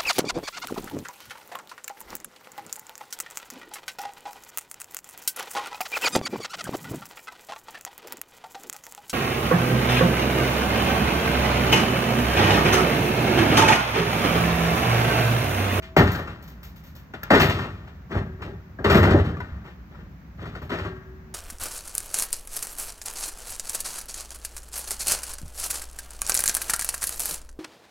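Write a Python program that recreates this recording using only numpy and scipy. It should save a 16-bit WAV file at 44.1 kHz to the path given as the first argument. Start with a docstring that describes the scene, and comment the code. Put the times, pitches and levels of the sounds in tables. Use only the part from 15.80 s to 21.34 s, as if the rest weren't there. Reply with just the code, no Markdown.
"""First a low outdoor rumble and a thin hanging ring, then an old television is smashed on a driveway beside
wheeled bins: two heavy crashes, a dull thud, a third crash, and a shuffle of knocks.
Each blow, slide and landing piece is a run of small contacts that booms, knocks, clacks and cracks in the
cabinet; pieces tumble, splinters click, a steel part rings on and shards tick.
Nearby walls scatter it all, and it reaches the two microphone ports of a phone from one side."""
import sys
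import numpy as np
from scipy import signal
from scipy.fft import rfft, irfft, next_fast_len
from scipy.io import wavfile
from scipy.ndimage import uniform_filter1d

SR = 44100
rng = np.random.default_rng(int(sys.argv[2]) if len(sys.argv) > 2 else 0)


def materialize(psi):
    """Save the field psi as 16-bit PCM at rate SR to the path in sys.argv[1].

    A 1-D psi becomes a single channel; in a 2-D psi each row is a channel.
    """
    bounded = np.clip(np.atleast_2d(psi).T, -1, 1)
    quanta = np.round(bounded * 32767).astype(np.int16)
    wavfile.write(sys.argv[1], SR, quanta)


N = 244314
LENGTH = 36864  # samples in one burst or wall tail
AGE = np.arange(LENGTH) / SR  # s since a burst began
TOP_HZ = 16000  # upper limit of the phone


def undb(db):
    """Decibels to gain."""
    return 10 ** (np.asarray(db) / 20)


def unit(x):
    """Scale to rms 1."""
    return x / np.sqrt(np.mean(x ** 2))


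def fade(t60, t=AGE):
    """Exponential decay, 60 dB in t60 seconds (5 ms at least)."""
    return np.exp(-np.log(1000) * t / max(t60, .005))


def build_up(time, t=AGE):
    """Exponential approach to full level, with this time constant in seconds."""
    return 1 - np.exp(-t / time)


def bins(size):
    """Frequencies in Hz of a spectrum of this many samples, kept off zero."""
    return np.maximum(np.fft.rfftfreq(size, 1 / SR), 1)


def colour(points, hz):
    """Gain of (f/Hz, level/dB) points joined on a log axis."""
    f, db = np.transpose(points)
    return undb(np.interp(np.log(hz), np.log(f), db))


def causal(gain):
    """Minimum-phase response with this gain: nothing sounds before the blow."""
    cepstrum = irfft(np.log(gain + 1e-7))
    half = len(cepstrum) // 2
    cepstrum[1:half] *= 2
    cepstrum[half + 1:] = 0
    return np.exp(rfft(cepstrum))


def band(hz, lo, hi, order=10):
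    """Gain of a steep band-pass."""
    low_cut = 1 + (lo / hz) ** order
    high_cut = 1 + (hz / hi) ** order
    return 1 / np.sqrt(low_cut * high_cut)


def add(out, s, x):
    """Mix x into out from time s."""
    i = max(int(s * SR), 0)
    out[i:i + len(x)] += x[:len(out) - i]


def wander(rate):
    """Random levels held 1 / rate s and slewed; spread near 1."""
    k = int(SR / rate)
    return uniform_filter1d(np.repeat(rng.standard_normal(N // k + 1), k), k)[:N]


def burst(envelope, response, spread_db, size=90):
    """Dense contacts of uneven size under an envelope, rung through a body; keeps the envelope's energy."""
    steps_db = spread_db * rng.standard_normal(LENGTH // size + 1)
    sizes = np.repeat(undb(steps_db), size)[:LENGTH]
    grains = envelope * sizes * rng.standard_normal(LENGTH)
    rung = irfft(rfft(grains) * response)
    return unit(rung) * np.sqrt(np.mean(envelope ** 2))


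def note(hz, t60, push_cycles=3):
    """One damped mode of a loose piece, building up over its first cycles."""
    t = AGE[:int(t60 * SR)]
    return np.sin(2 * np.pi * hz * t) * fade(t60, t) * build_up(push_cycles / hz, t)


# Heavy blows; weight feeds the boom, hardness the crack: (t/s, level/dB, weight/dB, hardness/dB)
BLOWS = [(0.164, -9, -4, 0), (0.189, -12.5, 2, -7), (0.271, -28.5, 3, 6.5), (0.386, -29.5, -4, -0.5),
         (1.503, -8.5, -9, -1.5), (1.535, -15.5, -14, -0.5), (1.597, -24.5, -2, 17.5),
         (1.694, -31, 0, 15.5), (1.786, -31, 4, 4.5), (1.844, -33.5, 2, 0.5), (2.349, -25.5, 8, -12.5),
         (2.618, -39.5, 5, 9.5), (3.042, -16, -5, -1), (3.098, -16.5, -4, 5), (3.144, -9, 4, -4.5),
         (3.228, -18.5, -8.5, 1), (3.264, -21, 10, -13), (3.343, -14, -8, -21.5), (3.444, -37, 11, 2.5),
         (3.484, -33, 1, -4.5), (3.54, -38, 5, -13), (4.654, -39.5, 10.5, 3), (4.816, -38.5, 9, -1),
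         (4.916, -25, -11, -2.5), (4.985, -36, 9, 6.5), (5.048, -32.5, 5, -3)]
BLOW_RISE_S, BLOW_T60_S = 0.00066, 0.23  # before each voice adds its rise and stretches the decay


def blow_contacts():
    """A blow drives the cabinet at once and dies away, with no hold or lurching."""
    return [(s, db, weight, hard, BLOW_RISE_S, 0, BLOW_T60_S, 1) for s, db, weight, hard in BLOWS]


# Wreckage collapsing or being shoved: (t/s, level/dB, swell/s, hold/s, weight/dB, hardness/dB)
SLIDES = [(0.02, -57, 0.0042, 0.011, -5, 22.5), (0.208, -41, .03, .13, -8, 2),
          (1.498, -20.5, 0.022, 0.099, -1, 2.5), (2.284, -33.5, 0.073, .005, 2.5, -2),
          (2.585, -39, 0.019, 0.075, 6.5, -10), (3.041, -20, 0.058, 0.2, 4.5, -1.5),
          (3.84, -49.5, 0.016, 0.036, -3, 4.5), (4.097, -53.5, .03, .08, 7, -1),
          (4.572, -43.5, 0.023, 0.11, 7.5, -0.5), (4.892, -40.5, 0.0081, 0.15, -0.5, 5.5)]
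SLIDE_T60_S, SLIDE_REF_DB, SLIDE_DOUBLING_DB = .55, -20, 32  # bigger collapses take longer to settle
SLIDE_LURCH_DB, LURCHES_PER_S = 3.5, 45.2


def settling(db):
    """Time in seconds that a slide of this level takes to die away, before each voice stretches it."""
    return SLIDE_T60_S * 2 ** ((db - SLIDE_REF_DB) / SLIDE_DOUBLING_DB)


def slide_contacts():
    """A slide swells, holds and dies away, its level lurching as the wreckage catches and slips."""
    events = []
    for s, db, swell, hold, weight, hard in SLIDES:
        lurch = unit(undb(SLIDE_LURCH_DB * wander(LURCHES_PER_S)[:LENGTH]))
        events.append((s, db, weight, hard, swell / 2, swell + hold, settling(db), lurch))
    return events


# Loose pieces landing: (t/s, level/dB, hardness/dB, t60 of the contact/s, low note f/Hz, high note f/Hz)
KNOCKS = [(0.347, -18.5, 6, 0.075, 754, 1600), (0.472, -26.5, 4, 0.23, 706, 1394),
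          (1.336, -22, 3.5, 0.079, 776, 1465), (1.431, -20, 9, 0.02, 1405, 1680),
          (1.788, -22, -4, 0.057, 746, 1383), (2.072, -40.5, 8, 0.15, 898, 1446),
          (2.987, -22, -15, 0.26, 675, 1640), (3.542, -29.5, -11, 0.065, 760, 1705),
          (3.568, -27, 3.5, 0.043, 1143, 1174), (3.602, -19, 3.5, 0.036, 985, 1500),
          (4.146, -41, 3, 0.071, 990, 1340), (4.75, -28, 3.5, 0.18, 1170, 1443)]
KNOCK_RISE_S, KNOCK_BODY_DB, KNOCK_WEIGHT_DB = .001, -9, -1  # how a landing piece drives the cabinet


def knock_contacts():
    """A landing piece drives the cabinet briefly, more weakly than a blow of the same level."""
    return [(s, db + KNOCK_BODY_DB, KNOCK_WEIGHT_DB, hard, KNOCK_RISE_S, 0, t60, 1)
            for s, db, hard, t60, _, _ in KNOCKS]


# Boom, knock, clack and crack of the cabinet: (low edge f/Hz, high edge f/Hz, trim level/dB,
# response to weight, response to hardness, added rise/s, decay as a multiple of the contact's,
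# debris tail level/dB, spread of contact sizes/dB)
VOICES = [(30.4, 234, -2, 0.87, 0.013, 0.0054, 1.96, -32, 4),
          (179.6, 804, -0.5, 0, 0, 0.0015, 0.92, -22, 2),
          (663, 2040, -4, 0.022, 0.53, 0.00032, 0.82, -17, 3),
          (2620, 23000, -11.5, 0, 1, 0.00078, .93, -21.5, 2)]
# Broad colour of the cabinet: (f/Hz, level/dB)
CABINET = [(30, -29), (52, -3), (85, -1.5), (125, -4.5), (240, -4), (440, -6), (515, -11), (640, -9),
           (950, -16), (1500, -11), (2000, -22), (2600, -23.5), (7000, -46.5), (14500, -52.5)]
# Peaks and dips of its panels: (f/Hz, width/Hz, level over the colour/dB)
PANELS = [(93.8, 36, 10), (160.5, 30, 5), (285.2, 4.7, -4), (400, 10, 1.5), (398.5, 15, 4.5),
          (579, 13, -0.5), (844, 120, 0.5), (1150, 7.7, 5.5), (1192, 44, 4.5), (1287, 15, 8.5),
          (1420, 28, -0.5), (1660, 6.4, 6.5), (1680, 22, 4.5), (1827, 29, 8.5), (2019, 260, 9.5),
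          (2422, 33, 6), (2810, 17, -2), (3080, 100, 1)]


def cabinet(debris_t60=1.0):
    """Every contact drives four voices; the boom swells late, and debris rattles on after the burst."""
    out, hz = np.zeros(N), bins(LENGTH)
    events = blow_contacts() + slide_contacts() + knock_contacts()
    panels_db = sum(db / (1 + (2 * (hz - f) / width) ** 2) for f, width, db in PANELS)
    body = colour(CABINET, hz) * undb(panels_db)
    for lo, hi, trim_db, by_weight, by_hardness, late, stretch, tail_db, spread_db in VOICES:
        response = causal(body * band(hz, lo, hi))
        for s, db, weight, hardness, rise, hold, t60, lurch in events:
            released = np.maximum(AGE - hold, 0)
            decay = fade(t60 * stretch, released) + undb(tail_db) * fade(debris_t60, released)
            envelope = build_up(rise + late) * decay * lurch
            gain = undb(db + trim_db + by_weight * weight + by_hardness * hardness)
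            add(out, s, gain * burst(envelope, response, spread_db))
    return out


# The whole case meeting the ground or giving way: (t/s, f/Hz, level/dB, t60/s)
THUMPS = [(0.183, 76.6, -26.5, 0.58), (1.6, 151.6, -17, 0.51), (2.368, 95.24, -18, 0.5),
          (3.147, 199, -6.5, 0.16), (3.3446, 329, 6, 0.03), (3.72, 67.7, -25.5, 0.22)]


def thumps(push=0.0033):
    """One strongly damped mode of the hollow case for each thump, pushed over a few milliseconds."""
    out = np.zeros(N)
    for s, hz, db, t60 in THUMPS:
        mode = np.sin(2 * np.pi * hz * AGE)
        add(out, s, undb(db) * build_up(push) * fade(t60) * mode)
    return out


def pieces(low_db=-8, high_db=-6, ring_t60=0.063):
    """Each loose piece rings briefly with its two notes as it lands."""
    out = np.zeros(N)
    for s, db, *_, low_hz, high_hz in KNOCKS:
        low = undb(db + low_db) * note(low_hz, ring_t60)
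        high = undb(db + high_db) * note(high_hz, ring_t60)
        add(out, s, low + high)
    return out


def tumbling(trim_db=-6, spread_db=3, lo_hz=550, hi_hz=2200, cycles=130, share=.4, count=14):
    """Fragments tumble in each slide and ring at their own pitch, weaker as the wreckage settles."""
    out = np.zeros(N)
    for s, db, swell, hold, _, _ in SLIDES:
        t60 = settling(db)
        for when, place, size in zip(rng.random(count), rng.random(count), rng.standard_normal(count)):
            wait = when * (hold + share * t60)
            hz = lo_hz * (hi_hz / lo_hz) ** place
            gain = undb(db + trim_db + spread_db * size) * np.sqrt(lo_hz / hz)
            gain *= fade(t60, max(wait - hold, 0))
            add(out, s + swell + wait, gain * note(hz, cycles / hz))
    return out


def splinters(trim_db=-20, spread_db=4, flight=0.055, lo_hz=1800, hi_hz=7000, cycles=90, count=14):
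    """Every heavy blow throws splinters that click at their own pitch; later ones tend to be weaker."""
    out = np.zeros(N)
    for s, db, _, hardness in BLOWS:
        waits = rng.exponential(size=count)  # in units of the mean flight
        for wait, place, size in zip(waits, rng.random(count), rng.standard_normal(count)):
            hz = lo_hz * (hi_hz / lo_hz) ** place
            gain = undb(db + hardness + trim_db + spread_db * size)
            gain *= np.exp(-wait) * np.sqrt(lo_hz / hz)
            add(out, s + flight * wait, gain * note(hz, cycles / hz))
    return out


# Small ticks of shards and grit: (t/s, level/dB)
SHARDS = [(0.024, -60), (0.167, -29.5), (0.3157, -34), (0.3325, -52), (0.6237, -48), (0.6765, -47),
          (0.8298, -42), (0.96, -50), (1.037, -50), (1.0666, -52.5), (1.1512, -46.5), (1.6041, -26.5),
          (3.111, -32.5), (3.151, -32), (4.818, -52)]
# Colour of a shard: (f/Hz, level/dB)
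SHARD_COLOUR = [(1000, -0.5), (3000, -4), (6000, -8.5), (10000, -19), (13500, -4), (16000, -4.5)]
# One sharp snap just before the second crash: (t/s, level/dB, t60/s)
SNAP = (1.432, -26.5, .02)
SHARD_T60_S = 0.3


def shards(rise=0.0006):
    """A short bright sizzle of fine contacts for each shard, and the abrupt snap."""
    out, response = np.zeros(N), causal(colour(SHARD_COLOUR, bins(LENGTH)))
    for s, db in SHARDS:
        envelope = fade(SHARD_T60_S) * build_up(rise)
        add(out, s, undb(db) * burst(envelope, response, spread_db=1.5))
    s, db, t60 = SNAP
    add(out, s, undb(db) * burst(fade(t60), response, spread_db=5.0))
    return out


# Free modes of the steel part: (f/Hz, level/dB, t60/s)
STEEL = [(371.5, 0, .8), (377, -1, 1.7), (395, -3, .45), (614, -8, .5), (720, -10, .5), (877, -10, .55),
         (1109, -11, .9), (1141, -10, .55), (1346, -8, .5), (1605, -9, .55), (1626, -5, 1.15),
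         (1910, -15, .85), (2500, -21, .5)]
# Blows that reach it: (t/s, level/dB, ring length as a share of the free modes')
STEEL_HITS = [(0.166, -40, .6), (1.515, -24, .33), (1.6, -28, .33), (2.325, -39, .4), (2.355, -37, .75),
              (2.625, -47, .7), (3.095, -29, .4), (3.148, -29, .4), (4.92, -41, .5), (5.05, -40, 1.25)]


def steel(scatter_db=1):
    """The same modes ring at each hit, in slightly varied balance; debris lying on the part damps it."""
    out, t = np.zeros(N), np.arange(2 * SR) / SR
    for s, hit_db, freedom in STEEL_HITS:
        for hz, db, t60 in STEEL:
            level_db = hit_db + db + scatter_db * rng.standard_normal()
            size = undb(level_db) * rng.choice([-1, 1])
            ring_t60 = t60 * freedom
            age = t[:int(ring_t60 * SR) + 1]
            add(out, s, size * fade(ring_t60, age) * np.sin(2 * np.pi * hz * age))
    return out


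# A thin ring that hangs in the air until the first crash: (f/Hz, rms level at the source/dB)
HANGING = [(371.4, -57), (651.4, -51), (1109, -66)]


def hanging_ring(damped_t60=.4):
    """Thin steady tones, damped from the first crash on."""
    t = np.arange(N) / SR
    tones = sum(undb(db) * np.sqrt(2) * np.sin(2 * np.pi * hz * t) for hz, db in HANGING)
    since_crash = np.maximum(t - BLOWS[0][0], 0)
    return tones * fade(damped_t60, since_crash)


# How much louder the left port hears the blows: (f/Hz, level/dB)
SHADOW = [(100, 0), (380, 1.4), (700, 2.5), (1100, 7), (1500, 6), (2380, 3), (4400, -.5), (8000, 0)]
# Share of sound scattered by the walls: (f/Hz, level/dB)
SCATTER = [(80, -38), (250, -25), (600, -9), (1500, -8), (4000, -2), (8000, -11), (14000, -14)]
PORT_LAG_MS = .152  # left port behind the right


def ports(x, walls_t60=0.14, first_echo=0.0009):
    """Direct sound reaches the right port first; the walls add a diffuse tail that differs at each port."""
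    size = 2 * next_fast_len((N + LENGTH) // 2)
    hz = bins(size)
    left_delay = np.exp(-2j * np.pi * hz * PORT_LAG_MS / 1000)
    direct = np.array([left_delay, np.ones(len(hz))])
    tail = rng.standard_normal((2, LENGTH)) * fade(walls_t60) * build_up(first_echo)
    echoes = rfft(unit(tail) / np.sqrt(LENGTH), size) * causal(colour(SCATTER, hz))
    shadow = colour(SHADOW, hz) ** np.array([[.5], [-.5]])  # half the difference at each port
    return irfft(rfft(x, size) * (direct + echoes) * shadow)[:, :N]


# Spectrum of the outdoor background: (f/Hz, relative level/dB per Hz)
AIR = [(20, -17), (35, -17.5), (60, 8), (100, -5), (175, -1), (250, -13.5), (400, -20), (600, -20.5),
       (1600, -22.5), (2200, -27), (3200, -37), (6500, -41.5), (9500, -61.5), (14000, -39)]
RUMBLE_DB, HISS_DB = -43.5, -56.5
RUMBLE_WANDER_DB, WANDER_PER_S = -0.5, 4.83


def outdoors(split_hz=300, wide_hz=900):
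    """Noise nearly shared by both ports in the lows and wider above: a wavering rumble, a faint steady hiss."""
    hz = bins(N)
    mid, side = rfft(rng.standard_normal((2, N)))
    width = np.minimum(hz / wide_hz, 1)
    air = colour(AIR, hz) * (mid + width * side * np.array([[1], [-1]]))
    rumble = unit(irfft(air * band(hz, 24, split_hz), N))
    hiss = unit(irfft(air * band(hz, split_hz, TOP_HZ), N))
    rumble_gain = undb(RUMBLE_DB + RUMBLE_WANDER_DB * wander(WANDER_PER_S))
    return rumble_gain * rumble + undb(HISS_DB) * hiss


def scene():
    """The smashing, heard from one side, over the outdoor background."""
    wreck = cabinet() + thumps() + pieces() + tumbling() + splinters() + shards() + steel()
    return ports(wreck + hanging_ring()) + outdoors()


# Dip of the phone's microphone ports in the treble: (f/Hz, level/dB)
PORT_DIP = [(7500, 0), (9500, -6), (10800, -11), (12500, 0)]


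def record(dry, ceiling=0.79):
    """The phone colours the treble, rounds the loudest peaks and cuts the top."""
    size = 2 * next_fast_len((N + LENGTH) // 2)
    dipped = irfft(rfft(dry, size) * causal(colour(PORT_DIP, bins(size))))[:, :N]
    rounded = ceiling * np.tanh(dipped / ceiling)
    top_cut = signal.ellip(8, .2, 70, TOP_HZ, fs=SR, output="sos")
    return signal.sosfilt(top_cut, rounded)


dry = scene()
out = record(dry)
materialize(out)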